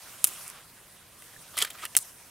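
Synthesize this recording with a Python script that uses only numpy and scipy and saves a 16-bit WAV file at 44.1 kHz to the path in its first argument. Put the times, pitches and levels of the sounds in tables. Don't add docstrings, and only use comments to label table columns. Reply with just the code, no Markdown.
import sys
import numpy as np
from scipy import signal
from scipy.io import wavfile
from scipy.ndimage import uniform_filter1d

SR = 44100
rng = np.random.default_rng(int(sys.argv[2]) if len(sys.argv) > 2 else 0)


def natural_amplitude(level_db):
    exponent = np.asarray(level_db, float) / 20
    return 10 ** exponent


def inscribe(sig):
    pcm = np.round(np.clip(np.atleast_2d(sig).T, -1, 1) * 32767)
    wavfile.write(sys.argv[1], SR, pcm.astype(np.int16))


N = 101430


def at_hz(points, hz):
    table_hz, value = np.transpose(points)
    return np.interp(np.log(hz), np.log(table_hz), value)


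def drift(rate_hz):
    r = np.exp(-80 * np.pi * rate_hz / SR)
    chance = rng.standard_normal(N // 40 + 2002)
    slow = signal.lfilter([1], [1, -2 * r, r * r], chance)[2000:]
    return np.interp(np.arange(N) / 40, np.arange(len(slow)), slow / slow.std())


def grains(rough_db):
    sign = rng.choice([-1, 1], (2, 2, N))
    size_db = rough_db * np.minimum(rng.exponential(1, (2, 2, N)), 5)
    g = sign * natural_amplitude(size_db)
    return g / g.std()


def burst(t_s, level_db, rise_ms, fall_ms):
    ms = (np.arange(N) / SR - t_s) * 1000
    rise = np.exp(np.clip(-ms / rise_ms, -50, 50))
    fall = np.exp(np.clip(ms / fall_ms, -50, 50))
    return 2 * natural_amplitude(level_db) / (rise + fall)


def bandpass(order, edges_hz):
    return signal.butter(order, edges_hz, "band", fs=SR, output="sos")


def to_stereo(mid, side, alike):
    alike = np.clip(alike, 0, 1)
    return np.sqrt(1 + alike) * mid + np.sqrt(1 - alike) * side * [[1], [-1]]


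def colour(source, spectrum, likeness, patchy_db, lumps_db=0):
    out, power = 0, 0
    edges_hz = 20 * 2 ** np.arange(0, 9.9, 1 / 3)
    for k, (low, high) in enumerate(zip(edges_hz, edges_hz[1:])):
        hz = np.sqrt(low * high)
        level_db = at_hz(spectrum, hz)
        if level_db > -45:
            mid, side = signal.sosfilt(bandpass(2, [low, high]), source[k % 2] + 1e-18)
            swing_db = patchy_db * drift(11.2) + lumps_db * (hz < 400)
            out = out + natural_amplitude(level_db + swing_db) * to_stereo(mid, side, at_hz(likeness, hz))
            power += natural_amplitude(2 * level_db) * (high - low) * 2 / SR
    return out / np.sqrt(power)


# t/s, steam level/dB, simmer level/dB
LEAK_COURSE = [(0, -57.5, -55), (.14, -53.5, -51.5), (.23, -52.5, -55), (.30, -49, -49.5),
               (.40, -50.5, -52), (.47, -50, -50.5), (.53, -57.5, -54), (.60, -65, -53.5), (.64, -62, -59),
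               (1.15, -62.5, -59.5), (1.3, -56.5, -57), (1.55, -57, -56), (1.8, -65, -53), (1.88, -57, -57),
               (2.05, -53, -55), (2.13, -58, -58.5), (2.3, -58, -58.5)]
# f/Hz, density/(dB per Hz)
STEAM_SPECTRUM = [(2350, -32), (4000, -11), (5250, 3), (6510, 3.5), (7570, 2), (9720, 10), (12500, 1.5),
                  (16000, -24)]
# f/Hz, density/(dB per Hz)
SIMMER_SPECTRUM = [(250, -20), (500, -2.5), (1200, 1), (2200, -2), (3500, -3), (6000, -8)]
# f/Hz, left-right likeness [0..1]
LOG_LIKENESS = [(60, 1), (400, 0.88), (1300, 0.9), (2400, 0.91), (4400, 0.55), (12000, 0.54)]


def steam_and_simmer():
    t_s = np.arange(N) / SR
    leak_s, steam_db, simmer_db = np.transpose(LEAK_COURSE)
    steam = colour(grains(rough_db=0.5), STEAM_SPECTRUM, LOG_LIKENESS, patchy_db=-1.97)
    simmer = colour(grains(rough_db=5.5), SIMMER_SPECTRUM, LOG_LIKENESS, patchy_db=2.0)
    steam = steam * natural_amplitude(np.interp(t_s, leak_s, steam_db))
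    simmer = simmer * natural_amplitude(np.interp(t_s, leak_s, simmer_db))
    return steam + simmer


# f/Hz, density/(dB per Hz)
EMBER_SPECTRUM = [(15, -33), (25, -3.5), (141, 2.5), (301, -4), (344, -4), (394, -4.5), (3160, -33.5),
                  (9840, -22.5), (16000, -45.5)]
# f/Hz, left-right likeness [0..1]
WIDE_LIKENESS = [(60, 1), (200, 0.96), (500, 0.59), (1300, 0.23), (4400, 0.19), (12000, 0.29)]


def embers():
    air = rng.standard_normal((2, 2, N))
    lumps_db = 1.3 * drift(10)
    breath = colour(air, EMBER_SPECTRUM, WIDE_LIKENESS, patchy_db=.4, lumps_db=lumps_db)
    return natural_amplitude(-64.5) * breath


JET_LIKENESS = .8
# t/s, peak level/dB, hold/ms, fall/ms
POCKET_BURSTS = [(.2422, -3, 1.1, .3), (.2492, -22, .4, .4), (.257, -33, .3, .5), (.265, -26, .1, .4),
                 (.2717, -21, .1, .4), (.2752, -27, .3, .5), (.2784, -29, .2, .2), (.2805, -30, .2, .5),
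                 (.2887, -28, .05, .15), (.3365, -35, .05, .2), (.4795, -27, .05, .15),
                 (.5003, -30, .7, .2), (1.222, -38, .05, .25), (1.5699, -29, .4, .2), (1.5717, -27, .4, .3),
                 (1.5772, -25, .3, .6), (1.5806, -22, .05, .2), (1.5878, -14, .05, .15),
                 (1.5897, -25, .1, .7), (1.6045, -29, .4, .7), (1.6104, -29, .1, .6), (1.6392, -31, .1, .5),
                 (1.703, -32, .1, .7), (1.7327, -40, .05, .3), (1.9512, -28, .1, .7), (1.9665, -3, .9, .4),
                 (1.9759, -16, .1, .4), (1.9808, -20, .1, .8), (1.9881, -20, .05, .3), (1.993, -32, .4, .4)]


def pops():
    out, ms = np.zeros((2, N)), np.arange(400) / SR * 1000
    rise_ms, skirt_db = .05, -2
    core, skirt = bandpass(2, (7800, 12500)), bandpass(2, (6000, 16800))
    for t_s, peak_db, hold_ms, fall_ms in POCKET_BURSTS:
        pressure = np.minimum(ms / rise_ms, 1) * np.exp(-np.maximum(ms - hold_ms, 0) / fall_ms)
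        blow = pressure * rng.choice([-1, 1], (2, ms.size))
        jet = signal.sosfilt(core, blow) + natural_amplitude(skirt_db) * signal.sosfilt(skirt, blow)
        mid_power = uniform_filter1d(jet[0] ** 2, size=13)
        top = np.sqrt(mid_power.max() * (1 + JET_LIKENESS))
        start = int(t_s * SR)
        out[:, start:start + ms.size] += natural_amplitude(peak_db) / top * jet
    return to_stereo(*out, JET_LIKENESS)


# t/s, peak level/dB, f/Hz, t60/s
KNOCK_EVENTS = [
    (.2432, -9.5, 900, .001),
    (1.9511, -19, 1300, .0015),
    (1.363, -41, 1750, .025),
    (1.388, -52, 155, .09),
    (1.545, -48, 620, .03),
    (1.625, -38, 420, .04),
    (1.5695, -42, 640, .03),
]


def knocks():
    out, right_db = np.zeros(N), 5
    for t_s, peak_db, hz, t60_s in KNOCK_EVENTS:
        t = np.maximum(np.arange(N) / SR - t_s, 0)
        out -= natural_amplitude(peak_db - 60 * t / t60_s) * np.sin(2 * np.pi * hz * t)
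    return out * natural_amplitude(right_db * np.array([[-.5], [.5]]))


# t/s, level/dB, rise/ms, fall/ms, f/Hz
FIBRE_SPLITS = [(1.6174, -27, .6, .9, 2900), (1.6231, -24, 1.3, 2.2, 2850), (1.853, -36, .6, 2.5, 2100),
                (1.9513, -32, .1, 1.8, 2600), (.2435, -35, .3, 4, 2900), (1.967, -29, .2, 1.8, 2100),
                (1.6476, -35, .6, 3.5, 1900), (1.577, -34, .6, 4.5, 2600), (.272, -48, .5, 4, 2500),
                (1.6, -42, 20, 30, 3500), (.589, -55, 3, 3, 1200), (1.222, -52, .3, 2.2, 1700),
                (1.547, -52, 6, 4, 1100), (1.570, -40, .4, 3, 1200), (1.588, -36, .3, 3, 2200),
                (1.604, -37, 1.5, 3, 2500), (1.626, -38, 6, 8, 1400), (1.672, -48, 2.2, 6, 1900),
                (1.704, -48, .5, 6, 3000), (1.751, -49, 4, 5, 1300), (1.793, -50, 9, 9, 2100),
                (1.828, -47, 6, 5, 2400), (1.844, -40, 7, 3, 1250), (1.862, -44, 2.2, 2.5, 2600)]
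# f/Hz, width/Hz, level/dB
LOG_MODES = [
    (1235, 37, -1),
    (1694, 43.5, -9),
    (2026, 77, -5),
    (2790, 50, 2.5),
    (3134, 170, -3.5),
]


def fibres():
    half_width_oct, skirt_oct, skirt_db, body_db = .4, 1.06, -2.5, 2
    out, body = 0, 0
    cracks = grains(rough_db=3)[0]
    for t_s, level_db, rise_ms, fall_ms, hz in FIBRE_SPLITS:
        core = bandpass(2, hz * 2 ** (half_width_oct * np.array([-1, 1])))
        skirt = bandpass(1, hz * 2 ** (skirt_oct * np.array([-1, 1])))
        effort = burst(t_s, level_db, rise_ms, fall_ms)
        run = effort * cracks + 1e-18
        split = signal.sosfilt(core, run) + natural_amplitude(skirt_db) * signal.sosfilt(skirt, run)
        out = out + split * np.linalg.norm(effort) / np.linalg.norm(split, axis=1, keepdims=True)
    for k, (hz, width_hz, level_db) in enumerate(LOG_MODES):
        r = np.exp(-np.pi * width_hz / SR)
        push = (1 - r * r) / 2 * np.array([1, 0, -1])
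        ring = [1, -2 * r * np.cos(2 * np.pi * hz / SR), r * r]
        body = body + (-1) ** k * natural_amplitude(level_db) * signal.lfilter(push, ring, out)
    return to_stereo(*(out + natural_amplitude(body_db) * body), .95)


# t/s, level/dB, rise/ms, fall/ms
SPIT_EVENTS = [(.2445, -21, .4, 3.6), (.273, -39, 3.5, 8), (1.6228, -27, 1.0, 2.5), (1.648, -38, .8, 4),
               (1.705, -44, .6, 3), (1.853, -40, .9, 1.8), (1.9685, -24, .4, 4), (1.973, -26, .6, 1.5),
               (.48, -49, 12, 9), (1.58, -36, 4, 18), (1.84, -52, 25, 12), (2.012, -48, 14, 6),
               (2.028, -49, 6, 3), (1.63, -40, 8, 9)]
# f/Hz, density/(dB per Hz)
SPIT_SPECTRUM = [(2500, -30), (4500, -19), (6500, -9), (9200, 0), (11500, -3), (13500, -11), (16000, -17)]


def spits():
    jets = sum(burst(*row) for row in SPIT_EVENTS) * grains(rough_db=3.5)
    likeness = [(1000, JET_LIKENESS), (9000, JET_LIKENESS)]
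    return colour(jets, SPIT_SPECTRUM, likeness, patchy_db=3.5)


def scene():
    fire = pops() + spits() + fibres() + knocks() + steam_and_simmer() + embers()
    dip_hz, dip_width_hz, dip_share, right_db = 865, 50, 0.5, 1.2
    dip = signal.lfilter(*signal.iirpeak(dip_hz, dip_hz / dip_width_hz, fs=SR), fire)
    return (fire - dip_share * dip) * natural_amplitude(right_db * np.array([[-.5], [.5]]))


def top_cut(x):
    return signal.sosfilt(signal.butter(12, 16410, fs=SR, output="sos"), x)


def record(dry):
    clip_top = 1.03
    low_pass = signal.cheby2(12, 50, 16400, fs=SR, output="sos")
    cut = signal.sosfilt(low_pass, dry)
    return top_cut(np.clip(cut, -clip_top, clip_top))


dry = scene()
out = record(dry)
inscribe(out)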